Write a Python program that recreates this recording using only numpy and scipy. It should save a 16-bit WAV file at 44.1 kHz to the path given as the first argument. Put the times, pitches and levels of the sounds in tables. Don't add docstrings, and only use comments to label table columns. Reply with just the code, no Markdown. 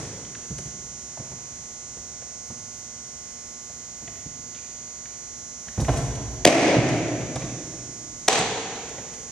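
import sys
import numpy as np
from scipy import signal
from scipy.io import wavfile
from scipy.ndimage import uniform_filter1d

SR = 44100
rng = np.random.default_rng(int(sys.argv[2]) if len(sys.argv) > 2 else 0)


def level_to_linear(level):
    exponent = np.asarray(level, float) / 20
    return 10 ** exponent


def store_wav(level_fs):
    pcm = np.round(np.clip(np.atleast_2d(level_fs), -1, 1) * 32767)
    wavfile.write(sys.argv[1], SR, pcm.T.astype(np.int16))


N = 410571


def rms_one(x):
    return x / np.sqrt(np.mean(x ** 2) + 1e-20)


def at_hz(points, hz):
    points_hz, values = np.transpose(points)
    return np.interp(np.log(hz), np.log(points_hz), values)


def in_time(rows):
    return np.interp(np.arange(N) / SR, *np.transpose(rows))


def drift(rate_hz, count):
    r = np.exp(-128 * np.pi * rate_hz / SR)
    noise = rng.standard_normal((count, N // 64 + 2002))
    slow = signal.lfilter([1], [1, -2 * r, r * r], noise)[:, 2000:]
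    return np.repeat(slow / slow.std(), 64, axis=1)[:, :N]


def low_pass(x, hz, order=2):
    return signal.sosfilt(signal.butter(order, hz, fs=SR, output="sos"), x)


def resonance(x, hz, width_hz):
    r = np.exp(-np.pi * max(width_hz, 5) / SR)
    zeros = np.array([1, 0, -1]) * (1 - r * r) / 2
    poles = [1, -2 * r * np.cos(2 * np.pi * hz / SR), r * r]
    return signal.lfilter(zeros, poles, x + 1e-18)


def twice(x, hz, width_hz):
    return resonance(resonance(x, hz, width_hz), hz, width_hz)


def body(x, modes):
    return sum((-1) ** k * level_to_linear(db) * resonance(x, hz, width_hz) for k, (hz, width_hz, db) in enumerate(modes))


def contact(seconds, rough):
    t = np.arange(2000) / SR / np.clip(seconds, .0003, .03)
    push = (1 - rough) * (1 - t / 2)
    rattle = rough * rng.standard_normal(len(t))
    return np.e * t * np.exp(-t) * (push + rattle)


def add(track, s, piece):
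    i = max(round(s * SR), 0)
    track[i:i + len(piece)] += piece[:N - i]


def catch(hits, crack, pocket, crack_send_db, pocket_send_db):
    snap_db = 17
    sharp, deep, click = np.zeros(N), np.zeros(N), np.zeros(N)
    for s, crack_db, pocket_db, seconds in hits:
        add(sharp, s, level_to_linear(crack_db + 2.0) * contact(seconds * 0.65, rough=0.9))
        add(sharp, s, level_to_linear(crack_db + snap_db) * np.ones(1))
        add(deep, s, level_to_linear(pocket_db + 7) * contact(seconds * 0.29, rough=0.27))
    click[round(hits[1][0] * SR)] = 1
    send = level_to_linear(crack_send_db) * body(click, crack) + level_to_linear(pocket_send_db) * body(click, pocket)
    return body(sharp, crack) + body(deep, pocket), send


def far_mitt():
    # [t/s, crack/dB, pocket/dB, contact/s]
    mitt_hits = [
        (6.4495, -5.5, -4, 0.0029),
        (6.4521, 11, 10, 0.00073),
        (6.463, -12, 10, 0.0044),
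        (6.4738, -0.5, -14, 0.0013),
        (6.4762, -2.5, 10, 0.0015),
        (6.483, -11, 7.5, 0.0029),
    ]
    # [f/Hz, width/Hz, level/dB]
    mitt_crack = [(2210, 770, -0.5), (5040, 880, -13.5), (6050, 1000, -13), (9400, 5600, -23.5),
                  (14000, 970, -15)]
    # [f/Hz, width/Hz, level/dB]
    mitt_pocket = [(133, 65, -14.5), (308, 61, -1.5), (562, 184, 1), (675, 152, 3.5)]
    return catch(mitt_hits, mitt_crack, mitt_pocket, crack_send_db=35.5, pocket_send_db=53.5)


def near_glove():
    # [t/s, crack/dB, pocket/dB, contact/s]
    glove_hits = [
        (8.2797, -16, -11, 0.0024),
        (8.2823, -4.5, -9, 0.0014),
        (8.2853, -9, -4, 0.0012),
        (8.2945, -25, -10, 0.00083),
        (8.328, -18, -21, .003),
        (8.355, -27, -24, 0.0036),
        (8.389, -18, -22, 0.0022),
    ]
    # [f/Hz, width/Hz, level/dB]
    glove_crack = [(1550, 1100, 1), (3700, 5200, -6), (5800, 550, -0.5), (8000, 690, -8.5),
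                   (13200, 2200, -13)]
    # [f/Hz, width/Hz, level/dB]
    glove_pocket = [(330, 514, -5.5), (444, 51, 6), (756, 137, 4)]
    return catch(glove_hits, glove_crack, glove_pocket, crack_send_db=13.5, pocket_send_db=37.0)


def footfalls():
    # [t/s, peak/dB, hardness/dB]
    shuffles = [(0.502, -27, -26), (0.582, -41.5, -3), (0.656, -36, -42), (1.17, -44, 2.5),
                (1.192, -33.5, -13.5), (1.315, -34, -12), (1.966, -38.5, -8.5), (2.219, -48.5, 0),
                (2.497, -35.5, -10.5), (3.696, -45, -11), (4.018, -36.5, -15), (4.074, -39.5, -7),
                (4.255, -34, -43), (5.668, -39.5, -10), (8.389, -25, -9), (8.418, -29.5, -8),
                (8.894, -43, -15), (8.979, -40, -0.5)]
    # [t/s, peak/dB, hardness/dB]
    stride = [
        (5.774, -21.5, -16.5),
        (5.793, -21.5, -13),
        (5.812, -18.5, -21),
        (5.881, -19, -4),
        (5.888, -18, -6.5),
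    ]
    # [t/s, peak/dB, hardness/dB]
    recovery = [
        (6.761, -17.5, -8),
        (6.777, -14, -22.5),
        (6.819, -22.5, -22),
        (6.887, -26, -22),
        (7.356, -27, -3.5),
        (7.42, -30, -9.5),
    ]
    gaps_s = .045 * 1.37 ** np.arange(5)
    rocks = [(stride[-1][0] + s, -22.5 - 4 * k, -14) for k, s in enumerate(np.cumsum(gaps_s))]
    # (contact/s, weight/dB)
    kinds = (shuffles, (0.01, -18.5)), (stride, (.009, -10)), (rocks, (.009, -11)), (recovery, (0.0096, -25))
    return [(*row, *feel) for rows, feel in kinds for row in rows]


def steps():
    # [f/Hz, width/Hz, level/dB]
    deck = [(117, 47, 1.5), (196, 63, 1), (278, 114, -5)]
    # [f/Hz, width/Hz, level/dB]
    box = [(40, 28, -13.5), (60.8, 7, 8)]
    # [f/Hz, width/Hz, level/dB]
    sole = [(368, 22, 10), (556, 254, 7), (760, 244, 9), (1720, 2500, -9.5)]
    push, slap, weight = np.zeros(N), np.zeros(N), np.zeros(N)
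    for s, db, hard_db, seconds, weight_db in footfalls():
        force = contact(seconds * 0.21, rough=0.17) + 2.57 * contact(seconds, rough=0.85)
        add(push, s, level_to_linear(db + 10.0) * force)
        add(weight, s, level_to_linear(db + weight_db + 22.5) * force)
        add(slap, s, level_to_linear(db + hard_db + 13.5) * contact(seconds * 0.54, rough=0.93))
    thud = low_pass(body(push, deck), 550) + low_pass(body(weight, box), 204)
    return thud, low_pass(body(slap, sole), 1920)


def ticks():
    # [t/s, peak/dB, f/Hz]
    dull_ticks = [(.05, -35.5, 1390), (0.248, -37.5, 3130), (0.348, -28, 1500), (2.218, -43, 1500),
                  (4.075, -32, 2120), (4.547, -38, 3250), (4.558, -36, 2340), (4.572, -41, 2900),
                  (4.585, -37, 2240), (5.054, -33, 1500), (5.682, -29.5, 1660), (5.846, -28.5, 2150),
                  (7.208, -28.5, 1500), (7.417, -31, 2330), (7.447, -41, 3460), (8.98, -37, 1800)]
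    # [t/s, peak/dB, f/Hz]
    bright_ticks = [(.581, -33, 2070), (5.801, -35.5, 3740), (6.151, -40, 2950), (6.888, -34, 3000),
                    (7.08, -42, 3000), (7.356, -32.5, 3820), (8.89, -40, 2480), (9.136, -39.5, 2980)]
    out = np.zeros(N)
    # (contact/s, treble/dB)
    kinds = (dull_ticks, (0.0028, -14)), (bright_ticks, (0.003, 17.6))
    for s, db, hz, seconds, treble_db in [(*row, *feel) for rows, feel in kinds for row in rows]:
        ring, broad, treble = (contact(seconds, rough=0.6) for part in range(3))
        click = 2.0 * twice(ring, hz, 840) + 1.1 * twice(broad, 1740, 2300)
        add(out, s, level_to_linear(db) * (click + level_to_linear(treble_db - 14.5) * twice(treble, 5700, 7300)))
    return out


def scuff():
    # [peak t/s, level/dB, swell/s, fade/s]
    drags = [
        (5.81, -44, .02, .04),
        (5.96, -41.5, 0.2, 0.061),
    ]
    edge_db = 16
    t = np.arange(N) / SR
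    level = np.zeros(N)
    for s, db, swell_s, fade_s in drags:
        edge = np.where(t < s, (s - t) / swell_s, ((t - s) / fade_s) ** 2)
        level += level_to_linear(db - edge_db * edge)
    grains = rng.standard_normal(N) * level_to_linear(3.7 * drift(60, count=1)[0])
    pile = resonance(grains, 6700, 5100) + 0.62 * resonance(grains, 12700, 3100)
    return level * level_to_linear(-2) * rms_one(pile)


def diffuse(size, gain_of_band):
    # [f/Hz, left-right likeness]
    likeness = [(60, 0.9), (180, 0.96), (540, 0.96), (1610, 0.58), (4840, 0.21), (14500, 1)]
    out, edges_hz = 0, 25 * 2 ** (np.arange(29) / 3)
    white = rng.standard_normal((2, 2, size))
    for k, (low, high) in enumerate(zip(edges_hz, edges_hz[1:])):
        band = signal.butter(2, [low, high], "band", fs=SR, output="sos")
        mid, side = signal.sosfilt(band, white[k % 2])
        hz = np.sqrt(low * high)
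        alike = np.clip(at_hz(likeness, hz), -.99, .99)
        stereo = np.sqrt(1 + alike) * mid + np.sqrt(1 - alike) * side * [[1], [-1]]
        out = out + gain_of_band(hz) * stereo
    return out


def hall(sends):
    # [f/Hz, T60/s]
    hall_t60 = [(50, 4.1), (120, 2.77), (250, 2.99), (700, 1.81), (2000, 1.96), (5000, 1.55), (9000, 0.93),
                (14000, 0.23)]
    # [f/Hz, level/dB]
    hall_colour = [(50, 1), (300, -0.5), (700, -5), (1200, -2.5), (2200, 2), (6000, 3.5), (14000, 3)]
    far_wall = {"mitt": (.22, .07, .75), "glove": (.08, .05, .5), "feet": (.08, .05, .3)}
    # [f/Hz, width/Hz, level/dB]
    earlier_blow = [(70, 88, 27.5), (137, 88, 32.5), (535, 270, 27), (1500, 2100, 9.5), (6000, 9600, 3.5)]
    t = np.arange(round(2.6 * SR)) / SR
    tail = diffuse(len(t), lambda hz: level_to_linear(at_hz(hall_colour, hz) - 60 * t / at_hz(hall_t60, hz)))
    clumps_db = 2.0 * np.exp(-t / .15) * drift(160, count=1)[0, :len(t)]
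    tail *= level_to_linear(clumps_db) * (1 - np.exp(-t / .016)) / np.sqrt(SR)
    out = np.zeros((2, N))
    for name, x in sends.items():
        delay_s, spread_s, gain = far_wall[name]
        swell = 1 + gain * np.exp(-.5 * ((t - delay_s) / spread_s) ** 2)
        out += signal.fftconvolve(x[None], tail * swell, axes=1)[:, :N]
    skip = SR // 10
    late = body(tail, earlier_blow)[:, skip:] * np.exp(-t[:-skip] / 1.2)
    out[:, :late.shape[1]] += late
    return out


def buzz():
    # [multiple of buzz rate, left/dB, right/dB]
    hum = [(2, -60, -60), (3, -68, -65), (4, -68, -63), (5, -60, -67), (6, -62, -65), (7, -65, -67),
           (9, -62, -63), (10, -64, -77), (12, -64, -65), (17, -61, -60), (28, -68, -71), (33, -68, -67),
           (34, -67, -68)]
    # [multiple of buzz rate, louder ear/dB]
    whine_partials = [(36, -66), (39, -57), (42, -62), (43, -62), (44, -66), (45, -53), (46, -58),
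                      (47, -54), (48, -47), (49, -61), (50, -47), (51, -52), (52, -46), (53, -49),
                      (54, -61), (55, -50), (56, -40), (57, -51), (58, -59), (59, -62), (60, -65),
                      (61, -64), (62, -61), (64, -62), (65, -63), (67, -57), (68, -64), (69, -60),
                      (72, -65)]
    # [t/s, level/dB]
    whine = [(0.0, -51), (0.5, -44.5), (3.1, -46.5), (4.75, -44), (6.3, -46), (9.31, -44.5)]
    swing = {39: -7, 40: 9, 41: 15, 44: 10, 45: -8, 59: 9, 67: -6}
    buzz_hz, whine_multiple, swing_s = 119.99, 56, .4
    ear_swap_multiple = 57.5
    right_side, left_side = (8.5, -1.69), (7.6, 1.56)   # (quieter ear drop/dB, left lead/rad)

    levels_db = -75 + 3.5 * rng.standard_normal((80, 2))
    levels_db[72:] -= 9
    starts, leads = rng.uniform(-np.pi, np.pi, (2, 80))
    leads *= np.minimum(np.arange(80) / 30, 1)
    for multiple, left_db, right_db in hum:
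        levels_db[multiple] = left_db, right_db
    for multiple, db in whine_partials:
        right = multiple < ear_swap_multiple
        drop_db, leads[multiple] = right_side if right else left_side
        levels_db[multiple] = db - drop_db * right, db - drop_db * (not right)

    t = np.arange(N) / SR
    wander_db = drift(.5, count=20)
    swinging = np.exp(-(t / swing_s) ** 2)
    step = np.exp(2j * np.pi * buzz_hz * t)
    turn, out = step.copy(), np.zeros((2, N))
    for k in range(2, 80):
        turn = turn * step
        phases = starts[k] + np.array([leads[k], 0])
        weight = np.sqrt(2) * level_to_linear(levels_db[k]) * np.exp(1j * phases)
        change_db = in_time(whine) + 45 if k == whine_multiple else wander_db[k % 20] * k * .035
        out += (weight[:, None] * turn).real * level_to_linear(change_db + swing.get(k, 0) * swinging)
    return out


def air():
    # [f/Hz, density/(dB per Hz)]
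    air_spectrum = [(30, -2.5), (60, 5), (130, 1), (250, -4), (600, -10.5), (1200, -17), (2100, -13.5),
                    (3100, -21.5), (4100, -17), (5000, -23), (6500, -16), (8500, -18), (10500, -36),
                    (14500, -21)]
    # [t/s, level/dB]
    air_level = [(0.0, -51), (9.31, -50.5)]
    lumps_db = drift(0.6, count=1)[0]
    hush = diffuse(N, lambda hz: level_to_linear(at_hz(air_spectrum, hz) + lumps_db * 60 / (hz + 30)))
    return level_to_linear(in_time(air_level)) * rms_one(hush)


def preamp_hiss():
    level = level_to_linear(-64.5 + 3.7 * drift(6, count=2))
    return level * resonance(rng.standard_normal((2, N)), 14000, 4000)


def ports(x):
    # [f/Hz, width/Hz, gain]
    cavities = [
        [(8780, 630, 2.6), (13300, 6800, 4.3)],
        [(6000, 2520, 2.05), (3960, 1000, 0.54)],
    ]
    ears = []
    for ear, cavity, cut_hz in zip(x, cavities, (8540, 7700)):
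        lifted = ear + sum(gain * resonance(ear, hz, width_hz) for hz, width_hz, gain in cavity)
        ears.append(low_pass(lifted, cut_hz, order=4))
    leak = 0.23 * resonance(x, 13700, 2500) * [[1], [.15]]
    out = np.array(ears) + leak
    out[0] += (level_to_linear(-4) - 1) * low_pass(out[0], 68.6, order=1)
    return out


def scene():
    mitt, mitt_send = far_mitt()
    glove, glove_send = near_glove()
    thud, slap = steps()
    small = ticks() + scuff()
    feet_send = level_to_linear(.7) * thud + level_to_linear(7.0) * slap + level_to_linear(3.0) * small
    wet = hall({"mitt": mitt_send, "glove": glove_send, "feet": feet_send})
    feet = (thud + slap) * level_to_linear(np.array([[-.6], [.6]]))
    direct = mitt + glove + feet + small
    return ports(direct + wet + air()) + buzz() + preamp_hiss()


def band_limit(x):
    return signal.sosfilt(signal.butter(12, 15100, fs=SR, output="sos"), x)


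def record(dry):
    limit_db, attack_s, recover_db_s, cutoff_hz = -12, 0.053, 32, 15500
    level_db = 10 * np.log10(uniform_filter1d(np.mean(dry ** 2, axis=0), 200) + 1e-12)
    slope_db = recover_db_s * np.arange(N) / SR
    held_db = np.maximum(np.maximum.accumulate(level_db - limit_db + slope_db) - slope_db, 0)
    r = np.exp(-1 / (attack_s * SR))
    duck_db = signal.lfilter([1 - r], [1, -r], held_db)
    x = np.clip(dry * level_to_linear(-duck_db), -1.0, 1.0)
    x = signal.sosfilt(signal.cheby2(10, 60, cutoff_hz, fs=SR, output="sos"), x)
    return band_limit(x)


dry = scene()
out = record(dry)
store_wav(out)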